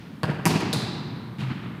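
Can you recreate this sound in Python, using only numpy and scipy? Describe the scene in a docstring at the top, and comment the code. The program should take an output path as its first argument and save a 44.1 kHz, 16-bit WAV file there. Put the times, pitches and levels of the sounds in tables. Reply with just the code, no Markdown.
"""A big, hard gym: a ball is kicked, slaps the side wall, clinks on metal high up, lands a distant blow.
Each blow is a crack and a low thump, with the ball's skin and air ringing.
Nearby walls echo it; the hall reverberates for seconds.
Underneath: ventilation and the dying wash of an earlier bounce."""
import sys
import numpy as np
from scipy import signal
from scipy.fft import rfft, irfft, next_fast_len
from scipy.io import wavfile
from scipy.ndimage import map_coordinates

SR = 44100
rng = np.random.default_rng(int(sys.argv[2]) if len(sys.argv) > 2 else 0)


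def log_audio(samples):
    """Write samples as a 16-bit WAV file to the path given in sys.argv[1]."""
    # one column per channel
    frames = np.atleast_2d(samples).T
    # limit to full scale, then quantise
    limited = np.clip(frames, -1, 1)
    pcm = np.round(limited * 32767).astype(np.int16)
    wavfile.write(sys.argv[1], SR, pcm)


N = 79380
T = np.arange(N) / SR
FFT_SIZE = next_fast_len(2 * N)
HZ = np.fft.rfftfreq(FFT_SIZE, 1 / SR)

# hall decay (frequency [Hz], T60 [s])
HALL_T60 = [(80, 3.53), (200, 3.13), (550, 1.92), (1200, 2.77), (2500, 1.785), (4000, 1.383), (6500, 0.8),
            (10000, 0.52), (15000, 0.38)]
# back wall reflection (frequency [Hz], gain [dB])
BACK_WALL_GAIN = [(150, 3), (1500, -2), (3000, 0.5), (6000, -12), (15000, -5)]
# background spectra (frequency [Hz], relative level [dB])
VENT_SPECTRUM = [(25, -40), (50, -47), (110, 2), (200, 5.5), (500, -13.5), (1500, -19), (4000, -32),
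                 (7000, -40), (15000, -41)]
WASH_SPECTRUM = [(40, -33), (75, -8), (125, 4), (190, 3), (400, -13), (600, -22.5), (1100, -19.5),
                 (2500, -16), (4200, -15.5), (6500, -17.5), (15000, -51)]
# modes of metal fitting, shoe knock, ball skin and air (frequency [Hz], level [dB], T60 [s])
METAL_MODES = [(3610, -4, 0.17), (3736, -12, 0.04), (3926, -0.5, 0.19), (4050, -1.5, 0.21),
               (4320, -0.5, 0.063), (4370, -14, .16), (4480, -6, 0.12), (4770, -3.5, 0.08),
               (4840, -3, 0.05)]
SHOE_MODES = [(1110, 9, 0.042), (3210, 1, 0.045), (4180, -2, 0.034), (4540, 2, 0.042)]
BALL_MODES = [(405, -5, 0.036), (657, -7, 0.068), (793, -1.5, 0.068), (955, 2, 0.06), (1125, -1, 0.05),
              (1268, -5, 0.055), (1590, -11, 0.055), (1730, -13, 0.05), (2640, -22, 0.4)]
# ball contacts (time [s], crack [dB], crack decay [s], thump [dB], thump pitch [Hz], thump delay [s],
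# thump T60 [s], ring [dB], ring delay [s], scatter [dB], scatter peak [s], hall [dB], hall build-up [s])
BLOWS = [(0.2325, 2.5, 0.0013, -9, 153.5, 0.0001, 0.037, -31.5, 0.0003, -2.5, 0.0081, 9.5, 0.023),
         (0.4551, 3.5, 0.00045, -11, 180.5, 0.00797, 0.049, -24, 0.004023, 5, 0.0092, 16.5, 0.023),
         (0.7294, -8.5, 0.0015, -20, 119, 0.00075, 0.14, -46.5, 0.00179, -2.5, 0.005, 8.5, 0.0047),
         (1.385, -15.5, 0.0084, -25, 131.6, 0.03695, 0.21, -53, .004, -4, 0.02, 9, 0.05)]
# contact spectra (frequency [Hz], relative level [dB])
KICK_SPECTRUM = [(35, -51), (60, -24.5), (100, -1), (145, 6.5), (240, -5), (480, -9), (1000, -15.5),
                 (1650, -13.5), (2100, -20), (2700, -20), (3800, -29), (4800, -28), (5800, -40.5),
                 (10000, -39.5), (15000, -51)]
SLAP_SPECTRUM = [(35, -51), (65, -23), (110, 1), (170, 2.5), (260, -2), (380, -5), (530, -16), (850, -11.5),
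                 (1400, -20), (2700, -16), (3550, -21.5), (4700, -18.5), (6500, -24), (11000, -28.5),
                 (15000, -35)]
CLINK_SPECTRUM = [(40, -27), (120, 1.5), (260, -0.5), (500, -12.5), (1500, -18.5), (3100, -20.5),
                  (3900, -6.5), (4600, -12.5), (5700, -20), (10000, -21), (15000, -36)]
FAR_SPECTRUM = [(40, -43), (75, -14), (135, 5), (260, -2.5), (560, -20.5), (1200, -16.5), (2600, -19),
                (4200, -24.5), (6000, -37.5), (10000, -42), (15000, -53)]
# tilt of crack and scatter against the hall (frequency [Hz], gain [dB])
KICK_TILT = [(150, -0.5), (330, 2.5), (1000, 0.5), (1650, 8.5), (2000, -8), (3200, 0.5), (4500, 6.5),
             (12000, 5)]
SLAP_TILT = [(150, -3), (450, 0.5), (1000, 3.5), (2400, 6), (3700, -3), (5000, 4.5), (12000, 8.5)]
CLINK_TILT = [(50, -19), (450, 5), (1500, -2), (4200, 0.5), (12000, 5.5)]
FAR_TILT = [(150, 6), (450, -1), (1000, -6), (2200, 2), (4500, 3.5), (12000, 3)]
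# distinct reflections (delay [s], treble [dB], treble cutoff [Hz], bass [dB])
KICK_ECHOES = [(.022, -10, 12000, -6.5), (.055, -10, 1200, -17.5), (.069, -10, 7050, -36),
               (.079, -6, 2600, -9), (.112, -14, 6000, -18.5), (.152, -9.5, 1800, -8)]
SLAP_ECHOES = [(0.009, -24.5, 3000, -11.5), (.052, -17.5, 12100, -26), (.068, -8, 900, -7),
               (0.082, -11, 1000, -7), (.112, -22, 1000, -8.5), (0.149, -11.5, 5980, -17.5)]
CLINK_ECHOES = [(.0035, 5, 12000, -6), (0.026, -20, 10000, -3)]
FAR_ECHOES = [(0.022, 8, 6000, -18), (0.0525, 7, 1500, -14), (0.0687, -13, 1000, -9.5)]

NOISE_EVENNESS = 0.37
LUMPS_DB, LUMPS_RATE_HZ, LUMPS_FADE_S, LUMPS_BELOW_HZ = 5, 93, 0.27, 3700
SMEAR_PER_DELAY, SMEAR_ABOVE_HZ = 0.077, 510
BACK_WALL_DELAY_S = 0.00628
VENT_DB, WASH_DB, SHOE_DB = -42.5, 4, -34
METAL_DB, METAL_HALL_DB, METAL_STRIKE_DB, METAL_STRIKE_S = -38, 4.5, 4, 0.0028
THUMP_ATTACK_S, THUMP_HIGHPASS_HZ = 0.0024, 74
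RING_ATTACK_S, RING_HIGHPASS_HZ, RING_HALL_DB = 0.0018, 298, -9
SMACK_DB, SMACK_S = 9, 0.004
BAND_LIMIT_HZ = 15450


def amp(db):
    """Decibels to gain."""
    return 10 ** (np.asarray(db) / 20)


def curve(points, hz):
    """Interpolate (frequency, value) points on a log frequency axis."""
    knots_hz, values = np.transpose(points)
    return np.interp(np.log(hz + 1), np.log(knots_hz + 1), values)


def unit_energy(x):
    """Scale to energy 1."""
    return x / np.sqrt(np.sum(x ** 2) + 1e-20)


def convolved(x, response):
    """Apply an impulse response."""
    return signal.fftconvolve(x, response)[:N]


def delayed(x, delay_s):
    """Shift later."""
    return np.pad(x, (max(round(delay_s * SR), 0), 0))[:N]


def filtered(x, cutoff_hz, kind, order=2):
    """Butterworth low-pass or high-pass."""
    return signal.lfilter(*signal.butter(order, min(cutoff_hz, SR / 2 - 1), kind, fs=SR), x)


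def pulse(spectrum):
    """Minimum-phase pulse with the given spectrum."""
    cepstrum = irfft(np.log(amp(curve(spectrum, HZ))), FFT_SIZE)
    cepstrum[1:FFT_SIZE // 2] *= 2
    cepstrum[FFT_SIZE // 2 + 1:] = 0
    return irfft(np.exp(rfft(cepstrum)), FFT_SIZE)[:N]


def burst(decay_s):
    """Short noise puff, nearly flat spectrum."""
    envelope = np.exp(-T / decay_s)
    bins = rfft(rng.standard_normal(N) * envelope, FFT_SIZE)
    whitened = irfft(bins / (abs(bins) + 1e-12), FFT_SIZE)[:N]
    return unit_energy(whitened * np.sqrt(envelope))


def damped_modes(modes):
    """Decaying sines; levels vary about 1 dB per strike."""
    return sum(amp(db + rng.normal(0, 1) - 60 * T / t60_s) * np.sin(2 * np.pi * hz * T)
               for hz, db, t60_s in modes)


def even_noise(frame_samples):
    """White noise, level partly evened over time and frequency."""
    noise = rng.standard_normal(N)
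    for _ in range(2):
        hz, _, bins = signal.stft(noise, SR, nperseg=frame_samples)
        evenness = NOISE_EVENNESS / (1 + hz[:, None] / 1000)
        band_mean = np.mean(abs(bins) ** (1 - evenness), axis=1, keepdims=True)
        evened = bins / (abs(bins) + 1e-12) ** evenness / band_mean
        noise = signal.istft(evened, nperseg=frame_samples)[1][:N]
    return noise / noise.std()


def ventilation():
    """Steady rumble, faint hiss."""
    white = rfft(rng.standard_normal(FFT_SIZE))
    air = irfft(white * amp(curve(VENT_SPECTRUM, HZ)), FFT_SIZE)[:N]
    return amp(VENT_DB) * air / air.std()


def hall(build_s):
    """Diffuse tail: builds up, lumpy at first below the treble; treble dies first."""
    hz, time_s, bins = signal.stft(even_noise(frame_samples=2048), SR, nperseg=512)
    lumps = map_coordinates(rng.standard_normal(N), [time_s * LUMPS_RATE_HZ], order=1)
    lumps_db = LUMPS_DB * lumps * np.exp(-time_s / LUMPS_FADE_S)
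    lumps_db = lumps_db / (1 + (hz[:, None] / LUMPS_BELOW_HZ) ** 2)
    decay_db = 60 * time_s / curve(HALL_T60, hz)[:, None]
    tail = signal.istft(bins * amp(lumps_db - decay_db), SR, nperseg=512)[1][:N]
    return tail * (1 - np.exp(-T / build_s)) * np.sqrt(np.log(1e6) / (2 * SR))


def earlier_bounce():
    """Hall wash of a bounce 1/3 s before the start."""
    wash = signal.fftconvolve(unit_energy(pulse(WASH_SPECTRUM)), hall(build_s=0.02))
    return amp(WASH_DB) * wash[SR // 3:][:N]


def scatter(peak_s):
    """Dense first reflections from floor and corner."""
    return unit_energy(even_noise(frame_samples=512) * T / peak_s * np.exp(-T / peak_s))


def wall_echoes(x, echoes):
    """Sound plus echoes; later ones have more smeared treble."""
    bass = filtered(x, SMEAR_ABOVE_HZ, "low")
    treble = filtered(x, SMEAR_ABOVE_HZ, "high")
    for delay_s, treble_db, cutoff_hz, bass_db in echoes:
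        smeared = convolved(treble, burst(SMEAR_PER_DELAY * delay_s))
        dulled = filtered(smeared, cutoff_hz, "low", order=1)
        x = x + delayed(amp(bass_db) * bass + amp(treble_db) * dulled, delay_s)
    return x


def back_wall(x):
    """Sound plus its return from a wall 1 m behind the listener: hollow comb."""
    mirror = amp(curve(BACK_WALL_GAIN, HZ)) * np.exp(-2j * np.pi * HZ * BACK_WALL_DELAY_S)
    return irfft(rfft(x, FFT_SIZE) * (1 + mirror), FFT_SIZE)[:N]


def metal_fitting(time_s):
    """Struck metal under the roof rings, hardest at onset."""
    strike = 1 + amp(METAL_STRIKE_DB) * np.exp(-T / METAL_STRIKE_S)
    tone = amp(METAL_DB) * strike * damped_modes(METAL_MODES)
    tail = amp(METAL_HALL_DB) * convolved(tone, hall(build_s=0.039))
    return delayed(back_wall(tone) + tail, time_s)


def shoe_knock(time_s):
    """Short knock of shoe on ball."""
    return delayed(amp(SHOE_DB) * damped_modes(SHOE_MODES), time_s)


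def ball_thump(level_db, hz, t60_s):
    """Low damped swing; the ball radiates little deep bass."""
    envelope = amp(level_db - 60 * T / t60_s) * (1 - np.exp(-T / THUMP_ATTACK_S))
    return filtered(-envelope * np.sin(2 * np.pi * hz * T), THUMP_HIGHPASS_HZ, "high")


def ball_ring(level_db):
    """Skin and air modes; a hollow smack at onset as the skin springs back."""
    smack = (1 + amp(SMACK_DB) * np.exp(-T / SMACK_S)) * (1 - np.exp(-T / RING_ATTACK_S))
    return amp(level_db) * filtered(smack * damped_modes(BALL_MODES), RING_HIGHPASS_HZ, "high")


def ball_blow(row, spectrum, tilt, echoes):
    """One contact: crack, thump, ring and room response."""
    (time_s, crack_db, crack_s, thump_db, thump_hz, thump_delay_s, thump_t60_s,
     ring_db, ring_delay_s, scatter_db, scatter_peak_s, hall_db, build_s) = row
    contact = unit_energy(pulse(spectrum))
    tilted = convolved(contact, pulse(tilt))
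    crack = amp(crack_db) * convolved(tilted, burst(crack_s))
    thump = delayed(ball_thump(thump_db, thump_hz, thump_t60_s), thump_delay_s)
    ring = delayed(ball_ring(ring_db), ring_delay_s)
    near = back_wall(wall_echoes(crack + thump + ring, echoes))
    early = amp(scatter_db) * convolved(tilted, scatter(scatter_peak_s))
    tail = convolved(amp(hall_db) * contact + amp(RING_HALL_DB) * ring, hall(build_s))
    return delayed(near + early + tail, time_s)


def scene():
    """Four ball contacts over the gym's background, mono."""
    kick, slap, clink, far = BLOWS
    ball = (ball_blow(kick, KICK_SPECTRUM, KICK_TILT, KICK_ECHOES)
            + ball_blow(slap, SLAP_SPECTRUM, SLAP_TILT, SLAP_ECHOES)
            + ball_blow(clink, CLINK_SPECTRUM, CLINK_TILT, CLINK_ECHOES)
            + ball_blow(far, FAR_SPECTRUM, FAR_TILT, FAR_ECHOES))
    shoe_and_metal = shoe_knock(time_s=kick[0]) + metal_fitting(time_s=clink[0])
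    return (ball + shoe_and_metal + earlier_bounce() + ventilation())[None]


def record(dry):
    """Steep low-pass at the band limit."""
    rolloff = np.sqrt(1 + (HZ / BAND_LIMIT_HZ) ** 160)
    return irfft(rfft(dry, FFT_SIZE) / rolloff, FFT_SIZE)[:, :N]


dry = scene()
out = record(dry)
log_audio(out)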